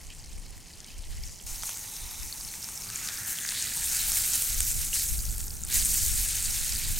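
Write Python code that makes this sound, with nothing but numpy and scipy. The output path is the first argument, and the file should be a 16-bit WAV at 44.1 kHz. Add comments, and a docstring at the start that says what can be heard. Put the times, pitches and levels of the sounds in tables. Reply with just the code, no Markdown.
"""Pork sizzles in a cast-iron grill pan on embers outdoors, with fat popping, steam hissing and embers cracking.
It is heard from a few steps away, blurred by echoes off ground and trees, then from close by. As the meat is
peeled up, the pan and the gap under it ring hollow; it is lifted almost clear and set down on the hot iron.
A light breeze rumbles on the microphone and freshens later. The sizzle is made of random ringing bursts,
the pops of single short rings, and the steam, cracks, flames, wind and woods of filtered noise."""
import sys
import numpy as np
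from scipy import signal
from scipy.fft import rfft, irfft
from scipy.io import wavfile
from scipy.ndimage import uniform_filter1d

SR = 44100
rng = np.random.default_rng(int(sys.argv[2]) if len(sys.argv) > 2 else 0)


def bounce(signal):
    """Save signal as a 16-bit WAV file at the path given by the first command-line argument."""
    frames = np.transpose(np.atleast_2d(signal))
    limited = np.clip(frames, -1, 1)
    pcm = np.round(limited * 32767).astype(np.int16)
    wavfile.write(sys.argv[1], SR, pcm)


N = 308259
TIME, HZ = np.arange(N) / SR, np.fft.rfftfreq(N, 1 / SR)
CLOSE_FROM = 1.464  # s; from here the pan is heard from close by
BRISK_DB = -31  # level of a brisk sizzle, the reference for boiling and popping


def amp(db):
    """Decibels to gain."""
    return np.exp(np.asarray(db) * np.log(10) / 20)


def evened(x):
    """Scales to rms 1."""
    return x / np.sqrt(np.mean(x ** 2) + 1e-20)


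def read(points):
    """A spectrum table on every frequency bin, drawn over log frequency."""
    hz, value = np.transpose(points)
    return np.interp(np.log(HZ + 1), np.log(hz + 1), value)


def curves(rows):
    """The columns of a time table on every sample."""
    s, *columns = np.transpose(rows)
    return [np.interp(TIME, s, column) for column in columns]


def ramp(middle_s, length_s):
    """A steady change from 0 to 1."""
    return np.clip((TIME - middle_s) / length_s + .5, 0, 1)


def add(mix, s, sound):
    """Lays a sound into the mix at time s."""
    part = mix[round(s * SR):][:len(sound)]
    part += sound[:len(part)]


def shaped(x, gain):
    """Filters by a gain per frequency bin."""
    return irfft(rfft(x) * gain, N)


def below(hz, order):
    """Gain of a smooth low-pass crossover."""
    return 1 / (1 + (HZ / hz) ** order)


def swelled(steady_db, events):
    """A steady level plus swells that rise and die away, summed as power, in dB."""
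    power = amp(steady_db) ** 2
    age = np.arange(SR) / SR
    for s, db, rise_s, fade_s in events:
        rise = np.minimum(age / rise_s, 1)
        fade = np.exp(-np.maximum(age - rise_s, 0) / fade_s)
        add(power, max(s, 0), (amp(db) * rise * fade) ** 2)
    return 10 * np.log10(power)


def bubble(hz, cycles):
    """One burst: a quick rise and a ring that dies by 1/e in the given cycles, peak 1."""
    turns = hz * np.arange(900) / SR
    life = turns / max(cycles, .2)
    ring = np.sin(2 * np.pi * turns) * np.exp(-life) * (1 - np.exp(-4 * life))
    return ring / abs(ring).max()


def bursts(per_s, spread_db):
    """Random impulses of steady mean power: many small, a few large."""
    at = np.flatnonzero(rng.random(N) < per_s / SR)
    size = amp(spread_db * np.minimum(rng.exponential(1, len(at)), 4.5))
    train = np.zeros(N)
    train[at] = size * rng.choice([-1, 1], len(at)) / np.sqrt(per_s[at])
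    return train


def flurry(clump_db, size):
    """Sound comes in clumps: a random gain that changes over about size samples."""
    at = np.arange(0, N, size / 8)
    steps = rng.standard_normal(len(at))
    wander = evened(uniform_filter1d(uniform_filter1d(steps, size=8), size=8))
    return np.interp(TIME, at / SR, evened(amp(clump_db * wander)))


# Steady sizzle, set by how much wet meat touches the iron: lying flat, peeled up, lifted clear, set down.
# Each row: time in seconds, level in dB. Heard from close by only.
CONTACT_LEVEL = [(1.47, -40), (1.88, -42.5), (2.6, -41), (2.87, -41), (3.03, -38), (3.45, -37.5),
                 (3.6, -35.5), (3.8, -34.5), (3.98, -30.5), (4.35, -31), (4.55, -33), (4.81, -32),
                 (4.91, -36.5), (5.33, -40), (5.5, -45), (5.66, -46), (5.735, -30), (6.35, -31.5),
                 (7, -34.5)]
# Surges, when a fresh patch of meat meets the hot iron.
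# Each row: start in seconds, peak in dB, rising time in seconds, fading time in seconds.
CONTACT_SURGES = [(0, -51, .02, 0.045), (.76, -63, .06, 0.096), (1.08, -45.5, 0.044, 0.13),
                  (1.21, -44, 0.023, 0.22), (1.46, -43, .01, .09), (1.58, -37.5, .11, 0.064),
                  (3.265, -35.5, .025, 0.091), (3.485, -39, 0.019, .14), (4.12, -32, 0.061, .06),
                  (4.31, -31.5, 0.039, .05), (4.92, -27, .02, .14), (5.07, -35, .025, .1),
                  (5.375, -39.5, 0.024, 0.041), (5.72, -28.5, 0.036, 0.064), (5.84, -28.5, .11, .08),
                  (6.16, -32.5, 0.041, 0.058)]


def sizzle_level(afar, far_db=-51):
    """More wet meat on the iron sizzles louder; the level in dB on every sample."""
    contact_db, = curves(CONTACT_LEVEL)
    return swelled(np.where(afar, far_db, contact_db), CONTACT_SURGES)


def bubble_rate(afar, lifted, level_db, far_per_s=5000, flat_per_s=16000, upright_per_s=13000, boil_slope=1.0):
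    """Fine bubbles bursting per second; with the meat on end, a louder sizzle boils faster."""
    # upright_per_s holds at the brisk level; boil_slope is dB more bubbles for each dB of sizzle
    upright = upright_per_s * amp(boil_slope * (level_db - BRISK_DB))
    close = (1 - lifted) * flat_per_s + lifted * upright
    return np.where(afar, far_per_s, close)


def ringing(per_s, cycles, spread_db, count=20):
    """Bubbles of every size ring at their own pitches; together they are roughly white."""
    pitches = np.geomspace(900, 16000, count)
    rings = np.zeros(N)
    for hz in pitches:
        # alike bubbles come in families, so each pitch swells and fades on its own
        family = flurry(2.8, size=1100)
        share = np.sqrt(hz) / np.sqrt(pitches).sum()
        train = bursts(per_s * share, spread_db) * family
        rings += np.sqrt(hz) * evened(signal.oaconvolve(train, bubble(hz, cycles))[:N])
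    return evened(rings)


def spits(per_s=260, spread_db=2.5, power_fade_s=0.0024):
    """Each spit throws out a spray of droplets: a gain that jumps up and dies away."""
    jumps = bursts(np.full(N, 1.) * per_s, spread_db) ** 2
    power = signal.lfilter([1], [1, -np.exp(-1 / (power_fade_s * SR))], jumps)
    return np.sqrt(power / power.mean())


def crackle(per_s, snap_spread_db=4.0, snap_db=-3, spit_db=-6):
    """Fine bubbles, fewer fat ones that ring longer, dry snaps of bursting films, and short spits."""
    fine = ringing(per_s, cycles=1.34, spread_db=3.5)
    fat = amp(-3) * shaped(ringing(per_s / 4, cycles=4, spread_db=2.8), below(8000, order=4))
    snaps = evened(bursts(per_s * .4, snap_spread_db))
    spray = spits() * rng.standard_normal(N)
    surge = flurry(.5, size=400)
    return (fine + fat + amp(snap_db) * snaps + amp(spit_db) * spray) * surge


# Colour of the sizzle: from afar, smothered under the flat meat, and with the meat on end.
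# Each row: frequency in Hz, relative dB per Hz; it shapes each of the three bands, whose levels are set apart.
FAR_COLOUR = [(590, -46), (1000, -20), (1450, -15), (1980, -7.5), (2410, -8.5), (3120, -9), (3750, -11.5),
              (4070, -7.5), (4900, -5), (6940, -2.5), (7530, -4), (8960, -4.5), (12500, -15), (14800, -16),
              (16000, -23.5)]
FLAT_COLOUR = [(500, -43), (1100, -8.5), (1600, -7.5), (2300, -3), (3200, -6.5), (4000, -2.5), (4800, -2),
               (5400, 2), (6200, 6), (7700, 4), (8800, 5.5), (11000, -3), (13000, -2), (16000, -8.5)]
UPRIGHT_COLOUR = [(500, -20.5), (800, -22), (1100, -23), (1550, -13.5), (2300, -9.5), (3300, -10.5),
                  (4100, -6), (5200, -6), (6600, -1), (8800, 1), (10400, -5.5), (14500, -8.5), (16000, -12)]
# Juice running onto the iron makes a wet, low spatter.
# Each row: time in seconds, level in dB relative to the sizzle, before the trim of each view.
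JUICE_SPATTER = [(0, -8), (1.05, -5.5), (1.3, -11), (1.7, -11), (1.9, -9.5), (2.8, -11), (2.95, -7.5),
                 (3.35, -10), (3.5, -4.5), (3.85, -6.5), (4.4, -9.5), (4.92, -10.5), (5.15, -13.5),
                 (5.62, -10.5), (5.7, -4.5), (5.92, -13), (6.1, -9), (6.9, -6.5)]
# The fine, high spray.
# Each row: time in seconds, level in dB relative to the sizzle, before the trim of each view.
FINE_SPRAY = [(1.4, -10), (1.5, -4), (1.87, -3.5), (2.0, -4), (3.3, -4.5), (3.6, -8), (3.95, -2.5),
              (4.45, -2.5), (5.05, -5), (5.5, -2), (6.3, -5)]


def sizzle(source, level_db, colour, spatter_trim_db, fizz_trim_db, spray_trim_db):
    """Large wet bubbles spatter low, small ones fizz, the finest spray hisses on top; each wavers on its own."""
    (spatter_db,), (spray_db,) = curves(JUICE_SPATTER), curves(FINE_SPRAY)
    tone = amp(read(colour))
    large, small = below(5110, order=16), below(10670, order=16)
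    spatter = evened(shaped(source, tone * large)) * amp(spatter_db + spatter_trim_db)
    fizz = evened(shaped(source, tone * (small - large))) * amp(fizz_trim_db)
    spray = evened(shaped(source, tone * (1 - small))) * amp(spray_db + spray_trim_db)
    return amp(level_db) * sum(part * flurry(0.58, size=1200) for part in (spatter, fizz, spray))


def trees(x, level_db=-12, t60=.25, dull_hz=6500):
    """From afar, part of the sizzle comes back off ground and trunks from all sides, as decaying noise tails."""
    t = np.arange(9000) / SR
    tails = rng.standard_normal((2, len(t))) * amp(-60 * t / t60)
    dull = shaped(x, below(dull_hz, order=6))
    sides = [signal.oaconvolve(dull, tail / np.linalg.norm(tail))[:N] for tail in tails]
    return amp(level_db) * np.array(sides)


# Colour of the still air of the woods. Each row: frequency in Hz, relative dB per Hz.
WOODS_COLOUR = [(20, -26), (80, -4.5), (140, -5.5), (250, -11), (400, -14.5), (600, -18), (780, -15.5),
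                (1100, -21), (1600, -32.5), (4000, -42.5)]


def woods(far_db=-57, close_db=-56, side_db=-8):
    """A soft, dull outdoor background: shaped noise, widened by a weaker side signal."""
    mid, side = evened(shaped(rng.standard_normal((2, N)), amp(read(WOODS_COLOUR))))
    air_db = np.where(TIME < CLOSE_FROM, far_db, close_db)
    return amp(air_db) * np.array([mid + amp(side_db) * side, mid - amp(side_db) * side])


# Gusts on the microphone, before the trim of each port.
# Each row: peak time in seconds, level in dB, half length in seconds (where the power is down to 1/e).
WIND_GUSTS = [(0.123, -46.5, 0.1), (0.41, -43.5, 0.12), (1.004, -45.5, 0.08), (1.17, -38.5, 0.089),
              (1.52, -45, 0.076), (2.033, -44.5, 0.033), (2.25, -43, 0.051), (2.42, -50, 0.077),
              (4.1, -44, 0.2), (4.58, -38, .07), (4.772, -37.5, 0.074), (5.15, -32, 0.053),
              (5.324, -33.5, 0.055), (5.79, -38, 0.038), (6.102, -37, 0.16), (6.73, -36.5, 0.039),
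              (6.91, -35, 0.068)]
# Colour of the wind. Each row: frequency in Hz, relative dB per Hz.
WIND_COLOUR = [(12, -9.5), (25, 2), (42, -3.5), (65, -4), (100, -14.5), (160, -24.5), (300, -39),
               (600, -58.5), (1500, -92)]


def wind(left_db=3.0, right_db=4.5, strong_db=-36, brightening=0.042, same_air=0.47):
    """Lumpy turbulence, mostly unrelated at the two ports; strong gusts carry a little more above 66 Hz."""
    light_db, fresh_db = -57, -41.5  # the breeze between gusts, before the port trims
    breeze = amp(light_db + (fresh_db - light_db) * ramp(4.57, 1))
    gusts = sum(amp(db) ** 2 * np.exp(-((TIME - s) / half_s) ** 2) for s, db, half_s in WIND_GUSTS)
    gust_db = 10 * np.log10(breeze ** 2 + gusts)
    tone = amp(read(WIND_COLOUR))
    left, right, both = (evened(shaped(rng.standard_normal(N) * flurry(2.56, size=1500), tone)) for _ in range(3))
    # same_air: gain of the turbulence that both ports feel, against 1 for their own
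    left_eddies = amp(left_db) * evened(left + same_air * both)
    right_eddies = amp(right_db) * evened(right + same_air * both)
    eddies = np.array([left_eddies, right_eddies])
    slow = shaped(eddies, below(66, order=4))
    fast_gain = amp(brightening * (gust_db - strong_db))  # brightening in dB per dB of gust
    return amp(gust_db) * (slow + (eddies - slow) * fast_gain)


# Flames fluttering in the embers under the pan. Each row: time in seconds, level in dB.
FLAME_LEVEL = [(1.4, -66), (2.4, -65.5), (2.8, -55), (3.7, -58), (4.5, -54), (5.6, -53), (5.8, -47),
               (6.3, -55), (7, -51.5)]
# Colour of the flutter. Each row: frequency in Hz, relative dB per Hz.
FLUTTER_COLOUR = [(30, -31), (60, -19), (85, 3), (115, -4.5), (200, -7), (300, -16.5), (500, -25.5),
                  (1200, -50)]


def flames():
    """Dripping fat flares up with a low, soft flutter of lumpy noise."""
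    flame_db, = curves(FLAME_LEVEL)
    lumpy = rng.standard_normal(N) * flurry(0.58, size=1200)
    return amp(flame_db) * evened(shaped(lumpy, amp(read(FLUTTER_COLOUR))))


def pop(hz, cycles):
    """A drop of fat bursts, peak 1; so small a source radiates little below its pitch."""
    ring = np.gradient(bubble(hz, cycles))
    return ring / abs(ring).max()


def droplets(sizzle_db, low_hz=4600, high_hz=10000, brisk_peak_db=-24, follow=0.63, spread_db=5, cycles=4.9, count=70):
    """Lesser drops pop at random, louder as the sizzle grows; the small, high ones die soonest."""
    out = np.zeros(N)
    for when, pitch, size in rng.random((count, 3)):
        at, hz = int(when * N), low_hz * (high_hz / low_hz) ** pitch
        db = brisk_peak_db + follow * (sizzle_db[at] - BRISK_DB) + spread_db * (size - .5)
        add(out, at / SR, amp(db) * pop(hz, cycles * (1 - .5 * pitch)))
    return out


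# The loudest drops of fat popping.
# Each row: start in seconds, pitch in Hz, peak in dB before the trim, ring in cycles.
FAT_POPS = [(.0693, 6850, -28, 1.2), (0.1027, 3030, -39, 4.8), (0.24, 4530, -36, 2.6),
            (.8042, 6030, -25, 1.1), (.8867, 4850, -36, 3), (1.237, 5000, -26, 3.5), (1.4, 3140, -37.5, 3),
            (1.4664, 6700, -28, 3.4), (1.6237, 4930, -24, 2.2), (1.7727, 7900, -20, 2),
            (2.232, 5500, -25, 2.9), (2.326, 4400, -23, 4.1), (2.41, 4820, -28, 4),
            (2.4495, 5270, -27, 5.2), (2.488, 4450, -30, 3.4), (2.6279, 5460, -23, 3),
            (2.6435, 5230, -22.5, 2.5), (2.7757, 5500, -25, 4.5), (2.82, 5500, -28, 6),
            (2.9587, 6900, -16, 3.6), (3.387, 3230, -26, 2.4), (3.4508, 1800, -24, 1.5),
            (3.4906, 4730, -14, 1.2), (3.522, 1710, -29, 1.8), (3.6251, 6370, -12, 1.8),
            (4.1193, 8700, -5, 0.64), (4.1712, 9400, -10, 1.1), (4.3348, 6550, -10.5, 2),
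            (4.356, 10500, -7, 1.4), (4.423, 9900, -5.5, 0.55), (4.6055, 9200, -6, 1.2),
            (4.9305, 2873, -23, 5.3), (5.1917, 4600, -23.5, 2.44), (5.2532, 5850, -20.5, 2.4),
            (5.2913, 4700, -27.5, 3.7), (5.3819, 10000, -15, 1.06), (5.5691, 6100, -32.5, 10.6),
            (5.6363, 7030, -17.5, 3.5), (5.65, 9200, -15.5, 2.8), (5.8251, 3626, -21, 1.63),
            (6.0636, 7100, -10, 1), (6.723, 4850, -18, 2.07)]


def pops(trim_db=-1):
    """Single drops of fat burst louder than the rest, each a short ring."""
    out = np.zeros(N)
    for s, hz, db, cycles in FAT_POPS:
        add(out, s, amp(db + trim_db) * pop(hz, cycles))
    return out


# Steam hissing out through narrow vents in the meat.
# Each row: start in seconds, end in seconds, centre in Hz, width in Hz, level in dB before trim and fades.
STEAM_VENTS = [(0.09, 0.141, 2800, 1200, -50.5), (1.475, 2.202, 6250, 746, -51),
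               (1.8, 2.297, 3800, 550, -53), (1.8, 2.15, 9100, 650, -52), (2.1, 2.65, 10000, 450, -53),
               (2.25, 2.85, 8600, 450, -59), (2.878, 3.1, 2570, 500, -53), (2.956, 3.062, 6830, 500, -45),
               (3.4, 3.476, 6450, 700, -40), (3.527, 3.626, 4000, 1300, -40),
               (4.943, 5.042, 4600, 1100, -39.5)]


def steam(trim_db=-1):
    """Each vent sputters in its own narrow resonance until it closes again."""
    out, flow = np.zeros(N), rng.standard_normal(N) * flurry(2.5, size=200)
    for start, end, hz, width_hz, db in STEAM_VENTS:
        band = signal.butter(2, [hz - width_hz / 2, hz + width_hz / 2], "bandpass", fs=SR)
        hiss = evened(signal.lfilter(*band, flow[round(start * SR):round(end * SR)]))
        add(out, start, amp(db + trim_db) * hiss * signal.windows.tukey(len(hiss), .5))
    return out


# Dry cracks from the embers and the searing crust.
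# Each row: start in seconds, peak in dB before the trim, lowest frequency in Hz, fading time in seconds.
DRY_CRACKS = [(.1028, -33, 2000, .001), (.8444, -27, 3030, 0.001), (1.6343, -18.5, 744, 0.001),
              (1.692, -21, 600, 0.0022), (2.539, -24, 1810, 0.0014), (2.6885, -20, 900, 0.00033),
              (2.9014, -18, 1410, 0.00052), (3.0868, -16.5, 1590, 0.0017), (3.096, -24, 800, 0.0022),
              (3.3865, -21, 2000, .0012), (3.4889, -17, 1440, 0.0013), (3.5225, -23, 900, 0.00068),
              (3.5487, -21, 1348, 0.0013), (4.6051, -14, 1610, 0.00026), (5.4059, -23, 1500, 0.00025)]


def dry_cracks(trim_db=-3, top_hz=9000):
    """A crack is a burst of tiny fractures, band-passed noise that is over in a few milliseconds."""
    out, t = np.zeros(N), np.arange(600) / SR
    grits = rng.standard_normal((len(DRY_CRACKS), len(t)))
    for (s, db, low_hz, fade_s), grit in zip(DRY_CRACKS, grits):
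        band = signal.butter(4, [low_hz, top_hz], "bandpass", fs=SR, output="sos")
        crack = signal.sosfilt(band, grit * np.exp(-t / fade_s))
        add(out, s, amp(db + trim_db) * crack / abs(crack).max())
    return out


def resonate(x, hz, width_hz):
    """A resonance that can follow a moving frequency."""
    turn = np.exp(2j * np.pi * np.cumsum(hz * np.ones(N)) / SR)
    r = np.exp(-np.pi * width_hz / SR)
    return 2 * (turn * signal.lfilter([1 - r], [1, -r], x / turn)).real


# The meat shifts and uncovers the pan's hollow ring.
# Each row: start in seconds, peak in dB before the trim, rising time in seconds, fading time in seconds.
MEAT_SHIFTS = [(1.58, -61, .07, .08), (2.04, -54, 0.054, 0.053), (2.65, -58, .04, .04),
               (3.24, -52, .03, .04), (3.72, -51.5, 0.041, 0.13), (4.0, -55.5, 0.088, .2)]
# The gap that opens as the meat is peeled off the iron.
# Each row: time in seconds, resonance in Hz, level in dB.
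OPENING_GAP = [(2.6, 1010, -70), (2.85, 1150, -57), (3.0, 1400, -53.5), (3.2, 1650, -47),
               (3.5, 1800, -48.5), (3.7, 1800, -52), (4.1, 1420, -50.5), (4.8, 1390, -62)]


def hollows(lifted, pan_hz=880, pan_width_hz=210, pan_trim_db=-2, gap_width_hz=600):
    """Bursts ring the pan and the gap under the meat, each through two equal resonances in a row."""
    drive = bursts(np.full(N, 900.), 1.7)
    flat_db, upright_db = -61.5, -68.5  # the pan's steady ring, before the trim
    ring_db = swelled(flat_db + lifted * (upright_db - flat_db), MEAT_SHIFTS)
    gap_hz, gap_db = curves(OPENING_GAP)
    pan = resonate(resonate(drive, pan_hz, pan_width_hz), pan_hz, pan_width_hz)
    gap = resonate(resonate(drive, gap_hz, gap_width_hz), gap_hz, gap_width_hz)
    return evened(pan) * amp(ring_db + pan_trim_db) + evened(gap) * amp(gap_db)


def echoes(x, t60):
    """Brief scatter from the pan's rim and the ground; each bubble lies elsewhere, so the paths keep changing."""
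    t = np.arange(3000) / SR
    tail = rng.standard_normal(len(t)) * amp(-60 * t / t60) * (t > .0007)
    paths = evened(shaped(rng.standard_normal(N), below(490, order=4)))
    return np.tanh(3 * paths) * signal.oaconvolve(x, tail / np.linalg.norm(tail))[:N]


# How the two microphone ports differ.
# Each row: frequency in Hz, phase in radians by which the left leads.
PORT_LEAD = [(4800, 0), (5400, .25), (6000, 0), (7100, 0), (7800, .45), (8600, .45), (9700, -.3),
             (11000, .3), (12800, .1), (14000, .9), (16000, .3)]
# Each row: frequency in Hz, scattered sound in dB.
PORT_SCATTER = [(1500, -32), (4200, -30), (5300, -17), (6200, -22), (7600, -13.5), (12500, -13.5),
                (13600, -8), (15000, -11)]
# Each row: frequency in Hz, left minus right in dB.
PORT_BALANCE = [(6900, 0), (7600, -1.5), (8800, 3.3), (9400, 2.5), (10500, -3.5), (12000, -.5),
                (13400, -3.5), (14400, 0)]


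def ports(x, echo_db=-15):
    """The pan lies straight ahead; it is mostly the treble that differs between the two ports."""
    centre = x + amp(echo_db) * echoes(x, t60=0.057)
    bearing = evened(shaped(rng.standard_normal(N), below(320, order=4)))  # bubbles lie all over the pan
    side = shaped(centre * bearing, amp(read(PORT_SCATTER)))
    turn = np.exp(.5j * read(PORT_LEAD)) * amp(read(PORT_BALANCE) / 2)
    return np.array([shaped(centre, turn) + side, shaped(centre, 1 / turn) - side])


def scene():
    """The pan from afar, then from close by as the meat is stood on end, with flames, wind and open air."""
    afar = TIME < CLOSE_FROM
    lifted = ramp(3.26, 0.38)  # the meat is half way up at 3.26 s
    level_db = sizzle_level(afar)
    source = crackle(bubble_rate(afar, lifted, level_db))
    far = sizzle(source, level_db, FAR_COLOUR, spatter_trim_db=1.1, fizz_trim_db=-3.0, spray_trim_db=-1.5)
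    flat = sizzle(source, level_db, FLAT_COLOUR, spatter_trim_db=1.34, fizz_trim_db=-1.5, spray_trim_db=-0.5)
    upright = sizzle(source, level_db, UPRIGHT_COLOUR,
                     spatter_trim_db=-0.6, fizz_trim_db=-0.58, spray_trim_db=0.5)
    near = (1 - lifted) * flat + lifted * upright + hollows(lifted)
    pan = np.where(afar, far, near) + droplets(level_db) + pops() + steam() + dry_cracks()
    return ports(pan) + trees(far * afar) + woods() + wind() + flames()


def record(dry, edge_hz=15950):
    """The band limit: a steep low-pass takes off the highest treble."""
    taps = signal.firwin(511, edge_hz, window=("kaiser", 9), fs=SR)
    return signal.oaconvolve(dry, taps[None], "same")


dry = scene()
out = record(dry)
bounce(out)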